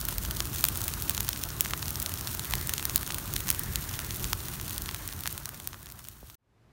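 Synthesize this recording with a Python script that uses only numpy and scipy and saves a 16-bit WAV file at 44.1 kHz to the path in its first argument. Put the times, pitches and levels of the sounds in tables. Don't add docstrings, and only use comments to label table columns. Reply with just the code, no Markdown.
import sys
import numpy as np
from scipy import signal
from scipy.fft import rfft, irfft, next_fast_len
from scipy.io import wavfile

SR = 44100
rng = np.random.default_rng(int(sys.argv[2]) if len(sys.argv) > 2 else 0)


def digitize_waveform(pressure):
    field = np.atleast_2d(pressure).T
    bounded = np.clip(field, -1, 1)
    quanta = np.round(bounded * 32767).astype(np.int16)
    wavfile.write(sys.argv[1], SR, quanta)


N = 296345

FIRE_END_S = 6.355
FADE_START_S, FADE_ZERO_S = 4.245, 6.67
BOOM_DB, RUMBLE_DB, RUSH_DB, SIZZLE_DB = -45, -41, -49.5, -38
RUMBLE_FLARES, RUMBLE_FOLLOWS, RUSH_FOLLOWS = 0.35, 0.73, 0.59
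HISS_CUTOFF_HZ = 15750
CRACKLE_PER_S, CRACKLE_DB, CRACKLE_SPREAD_DB, CRACKLE_COLOUR_DB = 450, 1, 4, 4
POP_T60_S, POP_TAIL_T60_S, POP_TAIL_DB, POP_SHOCK_DB = 0.0042, 0.018, -16, 17
SMALL_POP_COUNT = 70
SMALL_POP_DB, SMALL_POP_SPREAD_DB, SMALL_POP_COLOUR_DB = (-20, -25, -10.5), 2.5, 3.5
THUMP_S, THUMP_HZ, THUMP_DB, THUMP_T60_S = 6.229, 71, -43.5, 0.23
THUMP_EXTRA_HZ, THUMP_DROP_S = 880, 0.0029
MACHINE_START_S, MACHINE_FULL_S, MACHINE_NOISE_DB = 6.375, 6.82, -60
CUTOFF_HZ = 16990


def from_db(db):
    return 10 ** (np.asarray(db) / 20)


def rms_one(x):
    return x / np.sqrt(np.mean(x ** 2, axis=-1, keepdims=True) + 1e-20)


def in_time(rows):
    s, level_db = np.transpose(rows)
    return np.interp(np.arange(N) / SR, s, level_db)


def drift(rate_hz):
    r = np.exp(-80 * np.pi * rate_hz / SR)
    noise = rng.standard_normal(N // 40 + 2002)
    slow = signal.lfilter([1], [1, -2 * r, r * r], noise)[2000:]
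    return np.interp(np.arange(N) / 40, np.arange(len(slow)), rms_one(slow))


def coloured(x, spectrum):
    size = next_fast_len(N)
    corner_hz, corner_db = np.array(spectrum).T
    log_hz = np.log(np.arange(size // 2 + 1) * SR / size + 1)
    shape_db = np.interp(log_hz, np.log(corner_hz), corner_db, left=-90, right=-90)
    return rms_one(irfft(rfft(x, size) * from_db(shape_db), size)[:N])


def split(x):
    edges_hz = (900, 2500, 8000)
    floor_hz, low_hz, high_hz = edges_hz
    x = signal.sosfilt(signal.butter(3, floor_hz, "high", fs=SR, output="sos"), x)
    low = signal.sosfiltfilt(signal.butter(2, low_hz, fs=SR, output="sos"), x)
    high = signal.sosfiltfilt(signal.butter(2, high_hz, "high", fs=SR, output="sos"), x)
    return x - low - high, low, high


def steep_low_pass(x, hz):
    return signal.sosfilt(signal.ellip(12, .5, 70, hz, fs=SR, output="sos"), x)


def flare_db():
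    # t/s at the top, level/dB above the steady boom, half width/s (to 1/e)
    flares = [(0.33, 8.5, 0.22), (2.53, 9.5, 0.043), (2.9, 5.5, 0.063), (3.36, 4.5, 0.099), (3.7, 3, .1),
              (4.27, 6, 0.064)]
    t = np.arange(N) / SR
    return sum(rise_db * np.exp(-((t - s) / width) ** 2) for s, rise_db, width in flares)


def vigour_db():
    # t/s, level/dB
    contour = [(0, -0.5), (0.3, -2.5), (0.7, 1.5), (1.5, -1), (2.0, 0.3), (2.6, 0.5), (3.2, -0.5), (3.7, 0),
               (4.2, -0.5), (4.8, -0.5), (5.4, 0), (5.9, -2.5), (6.35, 0.5)]
    return in_time(contour)


def flames(spectrum, flutter_db, rate_hz):
    return coloured(rng.standard_normal(N), spectrum) * from_db(flutter_db * drift(rate_hz))


def boom(flare):
    # f/Hz, relative level/dB per Hz
    boom_colour = [(18, -33.5), (28, -18.5), (42, -1), (58, 2.5), (80, -4.5), (120, -32.5)]
    return from_db(BOOM_DB + flare) * flames(boom_colour, flutter_db=1.5, rate_hz=4.0)


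def rumble(flare, vigour):
    # f/Hz, relative level/dB per Hz
    rumble_colour = [(50, -17.5), (85, 1.5), (140, -3.5), (250, -14), (345, -13), (480, -22.5), (700, -53)]
    level_db = RUMBLE_DB + RUMBLE_FLARES * flare + RUMBLE_FOLLOWS * vigour
    return from_db(level_db) * flames(rumble_colour, flutter_db=1.0, rate_hz=13.0)


def rush(vigour):
    # f/Hz, relative level/dB per Hz
    rush_colour = [(350, -44.5), (550, -0.5), (800, -1), (1100, 2), (1500, 1.5), (1800, -10), (2600, -30.5)]
    return from_db(RUSH_DB + RUSH_FOLLOWS * vigour) * flames(rush_colour, flutter_db=2.0, rate_hz=31.0)


def upper_rush():
    # f/Hz, relative level/dB per Hz
    upper_colour = [(1300, -31.5), (1650, -1), (2150, -2.5), (2500, -10.5), (3200, -36)]
    # t/s, level/dB above the base level of the rush
    upper_level = [(0, -9.5), (2.3, -6.5), (2.62, 0.5), (3.0, -9), (3.3, -9), (3.5, 0.5), (4.1, -3.5),
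                   (4.35, -9), (4.9, -3), (5.8, -7.5), (6.35, -7)]
    level_db = RUSH_DB + in_time(upper_level)
    return from_db(level_db) * flames(upper_colour, flutter_db=2.0, rate_hz=13.0)


def crackle():
    born = rng.random(N) < CRACKLE_PER_S * from_db(3.0 * drift(8)) / SR
    sizes_db = CRACKLE_SPREAD_DB * np.minimum(rng.exponential(1, N), 3.0)
    snap, fizz = from_db(-60 / (np.array([POP_T60_S, POP_TAIL_T60_S]) * SR))
    noise, out = rng.standard_normal(N), 0
    for band in range(3):
        colours_db = CRACKLE_COLOUR_DB * rng.standard_normal(N)
        kicks = born * from_db(sizes_db + colours_db) + 1e-9
        fall = signal.lfilter([1], [1, -snap], kicks)
        fall = fall + signal.lfilter([from_db(POP_TAIL_DB)], [1, -fizz], kicks)
        out = out + split(noise * fall)[band]
    return rms_one(out)


def sizzle():
    # f/Hz, relative level/dB per Hz
    sizzle_colour = [(500, -34.5), (1200, -15), (2500, -2), (5500, -2), (9000, -0.5), (12000, -0.5),
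                     (13800, 2.5), (15400, 0.5), (16500, 12)]
    hiss = rng.standard_normal(N) * from_db(0.58 * drift(57))
    both = hiss + from_db(CRACKLE_DB) * crackle()
    return steep_low_pass(coloured(both, sizzle_colour), HISS_CUTOFF_HZ)


def all_pops():
    # t/s, level/dB (energy in the middle band),
    # low band level/dB above it, high band level/dB above it
    loud_pops = [(0.0131, -19.5, -26, 9), (0.0522, -19, -12, 16), (0.0863, -20, 8.5, 19.5),
                 (0.1831, -14.5, -6, 4), (0.2507, -12.5, -6, -1), (0.3099, -13.5, -8, -4),
                 (0.369, -13, -15, 2), (0.4044, -4, -5, 0), (0.559, -20, -4, 9), (0.609, -20, -24, 15),
                 (0.641, -1, -4.5, 9.5), (0.6521, -8.5, -6, 7), (0.6862, -9, -9, 11),
                 (0.7572, -14.5, -23, 5), (0.7734, -20.5, -16, 17.5), (0.8166, -14.5, -14, 10),
                 (0.8402, -16, -26, 11), (0.8808, -12, -7, 10.5), (0.8898, -18, -4, 2),
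                 (0.9381, -10.5, -20, 1), (1.0228, -14.5, -23, 12), (1.0956, -7, -9.5, 12),
                 (1.1084, -17, -1, 7), (1.1785, -6.5, -6, -3), (1.2026, -16, -23, 1),
                 (1.2816, -12, -15, -8), (1.2899, -7.5, -4.5, 9.5), (1.3309, -9.5, -20, -1),
                 (1.3615, -15, -6, -16), (1.4372, -7.5, -26, 2.5), (1.504, -14, -10, -17),
                 (1.6081, -4.5, -12, 12.5), (1.6194, -30, -20, 21), (1.6484, -13, -7, -3),
                 (1.659, -15, 5, -1), (1.7086, -18, 1, 10), (1.7355, -9, 5, -11), (1.7763, -24.5, -6, 15),
                 (1.8276, -9, -6.5, -10), (1.906, -18, -24, 15), (1.9569, -10, -15, 0),
                 (2.0008, -17, -36, 15), (2.0195, -18, -7, 10), (2.0266, -21, -16, 17.5),
                 (2.0617, -5.5, -26, -2), (2.1189, -20, -4, -8), (2.1395, -15.5, -26, 10),
                 (2.2732, -9, -13, -1), (2.3312, -25, -16, 14), (2.3721, -37, -1, 22), (2.395, -9, -7.5, 0),
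                 (2.5252, -18, -11, 1), (2.537, -6.5, 2.5, 3), (2.613, -16, -6, 9),
                 (2.6727, -20.5, -26, 16), (2.6941, -8.5, -5, 7), (2.7373, -5, -14, 4.5),
                 (2.7806, -7.5, -14, 0), (2.7966, -12, -4, -17), (2.8269, -16, -1, 6),
                 (2.8537, -9.5, -7, 10.5), (2.8966, -12.5, -5, 6), (2.9593, -2, -15, 11.5),
                 (2.9786, -18.5, -23, -3), (3.0308, -19.5, 4, 12), (3.0648, -15.5, -17, 0),
                 (3.1044, -17, 6.5, -10), (3.1076, -10, -24, -10), (3.1222, -13, -32, 1),
                 (3.184, -15.5, -3, 7), (3.338, -14.5, -10, 11), (3.364, -5, -11, 1),
                 (3.4899, -6.5, -8, -2), (3.5032, -3.5, -9, 10), (3.5129, -12, -9, 3),
                 (3.5476, -18, 0.5, 10), (3.6355, -20.5, -10, 14), (3.7578, -4, -21, 3.5),
                 (3.913, -23.5, 1, 6), (4.1078, -9.5, -19, -4), (4.1616, -26, -7, 16),
                 (4.2365, -31, -9, 16), (4.3313, -3, -2, 1.5), (4.599, -16, -3, -19), (4.613, -18, -6, 9),
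                 (4.696, -18, -24, 10), (4.708, -14.5, -8, 6), (4.7804, -8.5, -31, 5),
                 (4.8203, -17.5, -22, 14), (4.8595, -12, -16, -2), (4.8905, -9, 0, -9),
                 (4.9113, -16, -10, -1), (4.9461, -10.5, -4, 5), (5.0894, -13, -7, -14),
                 (5.0998, -29, -5, 13), (5.1263, -15, -5, -7), (5.207, -20, -14, 14),
                 (5.2365, -11.5, -12, 6), (5.2579, -11.5, 6.5, 2), (5.2668, -12, -3, 4),
                 (5.2753, -4, -4, 5), (5.3268, -29.5, -5, 25.5), (5.3787, -12, -4, 10),
                 (5.4568, -5.5, -12, 4), (5.4911, -17, 2, 13), (5.6007, -14, -2, 3), (5.6742, -8.5, -6, 14),
                 (5.6894, -32, -4, 17), (5.7314, -13, 1, -15), (5.7438, -21.5, 11, -16),
                 (5.8592, -17, -16, 7), (5.8689, -14, -9, -14), (5.9148, -21, -32, 8),
                 (5.9221, -19, -7, 14), (5.9908, -23, -10, 14), (5.9936, -17, 1, 4),
                 (6.0508, -15.5, -2, -1), (6.086, -12, -6, 12.5), (6.2998, -12, -0.5, 4)]
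    s, mid_db, low_db, high_db = np.transpose(loud_pops)
    small_s = rng.random(SMALL_POP_COUNT) * FIRE_END_S + .001
    chance = rng.standard_normal((SMALL_POP_COUNT, 4))
    small_db = SMALL_POP_DB + SMALL_POP_SPREAD_DB * chance[:, :1] + SMALL_POP_COLOUR_DB * chance[:, 1:]
    loud_db = [mid_db, mid_db + low_db, mid_db + high_db]
    return np.append(s, small_s), np.hstack([loud_db, small_db.T])


def bursts(count, lead):
    t = np.arange(round(.025 * SR)) / SR
    fall = from_db(-60 * t / POP_T60_S) + from_db(POP_TAIL_DB - 60 * t / POP_TAIL_T60_S)
    shots = rng.standard_normal((count, len(t))) * fall
    shots[:, 0] = from_db(POP_SHOCK_DB)
    return np.pad(shots, [(0, 0), (lead, 0)])


def pops(lead=24):
    s, levels_db = all_pops()
    raw = bursts(count=len(s), lead=lead)
    unit_energy = [rms_one(part) / np.sqrt(raw.shape[1]) for part in split(raw)]
    shots = np.einsum("be,bet->et", from_db(levels_db), unit_energy)
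    out = np.zeros(N + SR)
    for start, shot in zip(np.round(s * SR).astype(int) - lead, shots):
        out[start:start + len(shot)] += shot
    return out[:N]


def dips(x):
    # f/Hz, width/Hz, level/dB
    cuts = [(2250, 500, -2.5), (4900, 400, -3), (7700, 600, -5), (10400, 600, -6), (13500, 700, -2.5)]
    for hz, width_hz, depth_db in cuts:
        r = np.exp(-np.pi * width_hz / SR)
        zeros = np.array([1, 0, -1]) * (1 - r * r) / 2
        poles = [1, -2 * r * np.cos(2 * np.pi * hz / SR), r * r]
        x = x + (from_db(depth_db) - 1) * signal.lfilter(zeros, poles, x)
    return x


def thump():
    t = np.maximum(np.arange(N) / SR - THUMP_S, 0)
    turns = THUMP_HZ * t + THUMP_EXTRA_HZ * THUMP_DROP_S * (1 - np.exp(-t / THUMP_DROP_S))
    return from_db(THUMP_DB - 60 * t / THUMP_T60_S) * np.sin(2 * np.pi * turns)


def machine():
    # f/Hz, relative level/dB per Hz
    machine_colour = [(15, -40), (25, -11), (49, -6), (81, -8), (118, -6), (257, -12.5), (1630, -25),
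                      (15000, -47)]
    # f/Hz, level/dB (rms)
    machine_hum = [(53.8, -73), (113.0, -64)]
    t = np.arange(N) / SR
    hum = sum(np.sqrt(2) * from_db(level_db) * np.sin(2 * np.pi * hz * t) for hz, level_db in machine_hum)
    noise = from_db(MACHINE_NOISE_DB) * coloured(rng.standard_normal(N), machine_colour)
    fade_in = np.clip((t - MACHINE_START_S) / (MACHINE_FULL_S - MACHINE_START_S), 0, 1)
    return fade_in * (hum + noise)


def scene():
    t = np.arange(N) / SR
    flare, vigour = flare_db(), vigour_db()
    deep = boom(flare) + rumble(flare, vigour)
    bright = rush(vigour) + upper_rush() + from_db(SIZZLE_DB + vigour) * sizzle() + pops()
    fire = deep + dips(bright)
    fade = np.clip((FADE_ZERO_S - t) / (FADE_ZERO_S - FADE_START_S), 0, 1)
    burning = np.clip((FIRE_END_S - t) / 0.0028, 0, 1)
    return ((fire * fade + thump()) * burning + machine())[None]


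def record(dry):
    low_pass = signal.cheby2(16, 50, CUTOFF_HZ, fs=SR, output="sos")
    clipped = np.clip(signal.sosfilt(low_pass, dry), -1, 1)
    return signal.sosfilt(low_pass, clipped)


dry = scene()
out = record(dry)
digitize_waveform(out)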